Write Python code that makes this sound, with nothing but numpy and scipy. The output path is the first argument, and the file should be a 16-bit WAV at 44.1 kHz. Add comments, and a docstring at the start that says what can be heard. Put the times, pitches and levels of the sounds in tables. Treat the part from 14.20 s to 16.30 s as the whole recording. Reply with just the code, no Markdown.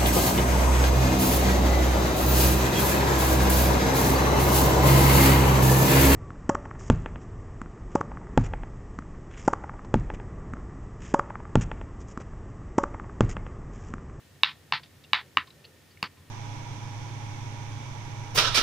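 """Popping a fidget toy

A finger presses five bubbles of a silicone toy lying on a table in a small, hard room.
Each dome snaps through with a short hollow pop and a soft thump; the ceiling answers and
the room rings briefly. In between, fingertips tick and a palm brushes on the rubber,
over a low room rumble and faint hiss."""
import sys
import numpy as np
from scipy.fft import rfft, irfft, next_fast_len
from scipy.io import wavfile
from scipy.ndimage import uniform_filter1d

SR = 44100
rng = np.random.default_rng(int(sys.argv[2]) if len(sys.argv) > 2 else 0)


def output_pcm(signal):
    """Save a mono or channel-first signal as 16-bit PCM at the path in sys.argv[1].

    Samples are clipped to [-1, 1] before scaling.
    """
    pcm = np.clip(np.atleast_2d(signal).T, -1, 1) * 32767
    wavfile.write(sys.argv[1], SR, np.round(pcm).astype(np.int16))


N = 92610

# Tone of the background noise: pitch_hz, level_db
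BACKGROUND_TONE = [(15, -65.5), (25, -23.5), (53, -22.5), (69, -6), (91, 2.5), (113, -6), (144, -0.5),
                   (178, -9.5), (349, -13), (666, -19.5), (1050, -22.5), (1620, -22.5), (1850, -22),
                   (2700, -23.5), (3340, -24), (4150, -26), (15500, -34)]
# Left-right difference, compared with the middle: pitch_hz, level_db
STEREO_WIDTH = [(30, -4.5), (55, -13), (90, -19.5), (180, -11.5), (350, -5), (1000, -6.5), (4000, -5),
                (6000, -3.5), (15000, -32.5)]
# How the rumble swells and sinks: time_s, level_db
RUMBLE_SWELL = [(0, -1), (.45, 0), (.75, -0.5), (1.2, 0), (1.5, -3), (1.8, -1), (2.0, 0), (2.1, 1)]
# One row per bubble: start_s, level_db, pitch_ratio, click_db (added to level_db), thump_db, thump_hz,
# thud_db, room_db, room_fade_s, room_treble_db, colour_db (a list of boosts and cuts)
POPS = [(0.2334, -8.5, 1.002, -49, -43, 204.6, -55, -25.5, 0.3, -1, [-11.5, -1.5, -1, 1, 4, -2, 2.5, -1]),
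        (0.523, -12.5, 0.99, -55, -46, 135, -42.5, -21, 0.19, -0.5, [-2.5, 0.5, 0.5, -2, -4, 2.5, -1, -2]),
        (0.9322, -9.5, 1.027, -50, -41.5, 174, -50.5, -21, 0.23, -6, [-2, 0, 2, -1, -1, 0.5, -4.5, 8.5]),
        (1.1710, -10, 1.026, -48, -33, 296, -47.5, -26, 0.2, -9, [-32.5, 10, 3, 0, -9.5, -5, -9, 8.5]),
        (1.8275, -20.5, 0.986, -12.5, -31, 167, -39, -27.5, 0.16, -5.5, [-7.5, 4, -2.5, 1, -10, 11.5, 6, 15.5])]
# Where those boosts and cuts sit: pitch_hz
COLOUR_HZ = [800, 1100, 1900, 2800, 3800, 4500, 5100, 7500]
# Notes that a dome and its air pocket ring at: pitch_hz, level_db, fade_s
DOME_NOTES = [(815, -13, .011), (1048, -4.5, .014), (1190, -12.5, .011), (1742, -9, 0.0055),
              (2263, -7, .012), (2780, 0, 0.0071), (3420, -10.5, 0.0068), (3785, -4.5, 0.011),
              (4510, -14, .006), (5057, -18, 0.011), (5930, -29, 0.0049), (7000, -39.5, .008),
              (7900, -45, 0.011), (8600, -54, .007)]
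# Tone of the skin's click: pitch_hz, level_db
CLICK_TONE = [(300, -3.5), (2000, -1), (5000, 0), (7500, -7.5), (10000, -14.5), (12200, -6.5),
              (13500, -12.5), (15500, -10)]
# Tone of the shuddering table: pitch_hz, level_db
THUD_TONE = [(25, -31.5), (45, -14), (75, -2), (170, 1), (300, -8), (500, -10.5), (900, -32), (3000, -80)]
# Tone of the room's ring: pitch_hz, level_db
ROOM_TONE = [(200, -36.5), (550, -29), (720, -11.5), (900, -4.5), (1200, -2.5), (1500, -5.5), (1850, 0.5),
             (2600, -3), (3800, -0.5), (4800, -7), (5600, -21.5), (6500, -31.5), (9000, -51.5),
             (15000, -57.5)]
# Notes that linger between the walls (standing waves): pitch_hz, level_db
ROOM_NOTES = [(825, -15.5), (890, -15.5), (1008, -12.5), (1175, -23.5), (1327, -13.5), (1537, -14),
              (1743, -14.5), (1816, -17.5), (1954, -15), (2204, -14.5), (2322, -22.5), (2785, -19),
              (3441, -14.5), (3788, -16)]
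# Bounces off the ceiling and walls: delay_s, level_db
ECHOES = [(.0104, -15), (.0119, -20.5), (.0135, -21.5)]
# Fingertip squeaks: start_s, level_db, pitch_hz, rise_s, fade_s, rub_db (added to level_db)
TICKS = [(0.632, -53, 3660, 0.0018, 0.066, 6), (0.657, -60.5, 3620, 0.0025, 0.078, 3),
         (.836, -56.5, 3766, .005, 0.05, 1.5), (.846, -49.5, 2810, .002, 0.027, -13),
         (1.272, -52, 3800, 0.00058, 0.044, -1.5), (1.275, -53.5, 1054, .004, 0.054, -2.5),
         (1.304, -47.5, 3850, .001, 0.031, -4.5), (1.44, -52, 2765, 0.0066, .07, -1),
         (1.449, -45.5, 4375, .003, 0.032, -8.5), (1.706, -60, 4570, 0.0037, 0.088, -2),
         (1.7731, -48, 2185, 0.00056, 0.019, -12), (1.968, -63.5, 1050, 0.0046, .2, -3.5)]
# Tone of a rubbing fingertip: pitch_hz, level_db
RUB_TONE = [(300, -20.5), (1000, -8.5), (2700, 2.5), (4800, 2.5), (6500, -20), (12000, -39)]
# How loud the sliding palm is: time_s, level_db
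PALM_SWELL = [(.95, -75.5), (1.05, -62.5), (1.2, -76.5), (1.35, -66.5), (1.47, -62.5), (1.6, -69),
              (1.75, -83)]
# Tone of the sliding palm: pitch_hz, level_db
PALM_TONE = [(150, -25.5), (330, -2), (430, -2.5), (520, 0.5), (700, -15), (2000, -34.5), (8000, -61)]

POP_RISE_S = 0.00051


def amp(db):
    """Turn decibels into a number to multiply by."""
    return 10 ** (np.asarray(db) / 20)


def along(points, hz):
    """Read a tone table at any pitch, spacing the octaves evenly."""
    pitches, levels = np.transpose(points)
    return np.interp(np.log(hz + 1e-6), np.log(pitches), levels)


def filtered(x, response):
    """Turn each pitch in a sound up or down by response(hz)."""
    size = x.shape[-1]
    padded = next_fast_len(size + 8192)
    gain = response(np.fft.rfftfreq(padded, 1 / SR))
    return irfft(rfft(x, padded) * gain, padded)[..., :size]


def noise(level_db, size):
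    """Noise with the tone level_db(hz), scaled to an average power of 1."""
    x = filtered(rng.standard_normal(size), lambda hz: amp(level_db(hz)))
    return x / np.sqrt(np.mean(x ** 2) + 1e-20)


def fade(t, fade_s):
    """Die away by 60 dB every fade_s seconds."""
    return np.exp(-np.log(1000) * t / fade_s)


def add(track, start_s, sound):
    """Mix a sound in at its start time."""
    i = max(round(start_s * SR), 0)
    track[i:i + len(sound)] += sound[:N - i]


def background(level_db=-56, rumble_hz=600, whine_db=-72.5, whine_hz=1830, whine_width_hz=55):
    """The room rumbles and hisses with a faint thin whine, much the same in both ears."""
    swell_db = np.interp(np.arange(N) / SR, *np.transpose(RUMBLE_SWELL))
    middle = noise(lambda hz: along(BACKGROUND_TONE, hz), N)
    rumble = filtered(middle, lambda hz: 1 / (1 + (hz / rumble_hz) ** 2))
    middle += rumble * (amp(swell_db) - 1)
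    side = noise(lambda hz: along(BACKGROUND_TONE, hz), N)
    side = filtered(side, lambda hz: amp(along(STEREO_WIDTH, hz)))
    whine = noise(lambda hz: -20 * np.log10(1 + ((hz - whine_hz) / whine_width_hz) ** 2), N)
    return amp(level_db) * np.array([middle + side, middle - side]) + amp(whine_db) * whine


def dome_snap(t, pitch_ratio, colour, hold_s=0.0019):
    """A dome flips: its notes are driven for a moment, then the rubber deadens them."""
    since_hold = np.maximum(t - hold_s, 0)
    ring = np.zeros(len(t))
    for k, (hz, db, fade_s) in enumerate(DOME_NOTES):
        note = (-1) ** k * np.sin(2 * np.pi * hz * pitch_ratio * t)  # every other wave is upside down
        ring += amp(db + along(colour, hz)) * fade(since_hold, fade_s) * note
    return ring * (1 - np.exp(-t / POP_RISE_S))


def skin_click(t, tail_db=-19):
    """Skin slips off the flipping dome with a bright click."""
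    shape = fade(t, fade_s=0.014) + amp(tail_db) * fade(t, fade_s=0.095)
    return noise(lambda hz: along(CLICK_TONE, hz), len(t)) * shape * (1 - np.exp(-t / POP_RISE_S))


def finger_thump(t, pitch_hz, rise_s=0.002, fade_s=0.065):
    """The finger lands on the table through the rubber."""
    return np.sin(2 * np.pi * pitch_hz * t) * fade(t, fade_s) * (1 - np.exp(-t / rise_s))


def table_thud(t, rise_s=0.0016, fade_s=0.16):
    """The table shudders under the hand."""
    return noise(lambda hz: along(THUD_TONE, hz), len(t)) * fade(t, fade_s) * (1 - np.exp(-t / rise_s))


def room_ring(t, colour, fade_s, treble_db, treble_hz=3460, early_db=-8, delay_s=0.0093, rise_s=0.002):
    """Nearby things scatter a pop weakly, then the walls answer with a wash and lingering notes."""
    def tint_db(hz):
        treble_share = 1 - 1 / (1 + (hz / treble_hz) ** 4)
        return 0.55 * along(colour, hz) + treble_db * treble_share

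    wash = amp(-1.5) * noise(lambda hz: along(ROOM_TONE, hz) + tint_db(hz), len(t))
    notes = sum(amp(db + tint_db(hz)) * np.sin(2 * np.pi * (hz * t + rng.random()))
                for hz, db in ROOM_NOTES)
    arrival = np.clip((t - delay_s) / rise_s, amp(early_db), 1)
    return (wash + notes) * arrival * fade(t, fade_s)


def pops():
    """Each pressed bubble snaps, clicks and thumps, and the room answers."""
    out, t = np.zeros(N), np.arange(SR // 3) / SR
    for (start_s, level_db, pitch_ratio, click_db, thump_db, thump_hz,
         thud_db, room_db, room_fade_s, room_treble_db, colour_db) in POPS:
        colour = list(zip(COLOUR_HZ, colour_db))
        snap = amp(level_db) * dome_snap(t, pitch_ratio, colour)
        add(out, start_s, snap + amp(level_db + click_db) * skin_click(t))
        add(out, start_s, amp(thump_db) * finger_thump(t, thump_hz) + amp(thud_db) * table_thud(t))
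        add(out, start_s, amp(room_db) * room_ring(t, colour, room_fade_s, room_treble_db))
        for delay_s, echo_db in ECHOES:
            add(out, start_s + delay_s, amp(echo_db) * snap)
    return out


def noise_gate(x, threshold_db=-45.5, cut_db=15, softness_db=4.5):
    """A noise suppressor turns the sound down once it has faded below a threshold."""
    power = np.abs(uniform_filter1d(x ** 2, size=350))
    level_db = 10 * np.log10(power + 1e-12)
    closed = (1 - np.tanh((level_db - threshold_db) / softness_db)) / 2
    return x * amp(-cut_db * closed)


def fingertips(waver_share=0.039, waver_hz=250):
    """Skin touches and leaves the rubber: a short wavering squeak over a hissy rub."""
    out, t = np.zeros(N), np.arange(SR // 8) / SR
    for start_s, level_db, pitch_hz, rise_s, fade_s, rub_db in TICKS:
        shape = np.minimum(t / rise_s, 1) * fade(np.maximum(t - rise_s, 0), fade_s)
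        waver = noise(lambda hz: -20 * np.log10(1 + (hz / waver_hz) ** 2), len(t))
        squeak_hz = pitch_hz * (1 + waver_share * waver)
        squeak = np.sqrt(2) * np.sin(2 * np.pi * np.cumsum(squeak_hz) / SR)
        rub = noise(lambda hz: along(RUB_TONE, hz), len(t))
        add(out, start_s, amp(level_db) * shape * (squeak + amp(rub_db) * rub))
    return out


def palm():
    """The palm slides softly over the rubber."""
    level_db = np.interp(np.arange(N) / SR, *np.transpose(PALM_SWELL))
    return amp(level_db) * noise(lambda hz: along(PALM_TONE, hz), N)


def scene():
    """Pops and hand noises in the middle, the background around them."""
    return noise_gate(pops()) + fingertips() + palm() + background()


def record(dry):
    """The recorder clips at full scale and keeps nothing above 15600 Hz."""
    return filtered(np.clip(dry, -1, 1), lambda hz: hz < 15600)


dry = scene()
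out = record(dry)
output_pcm(out)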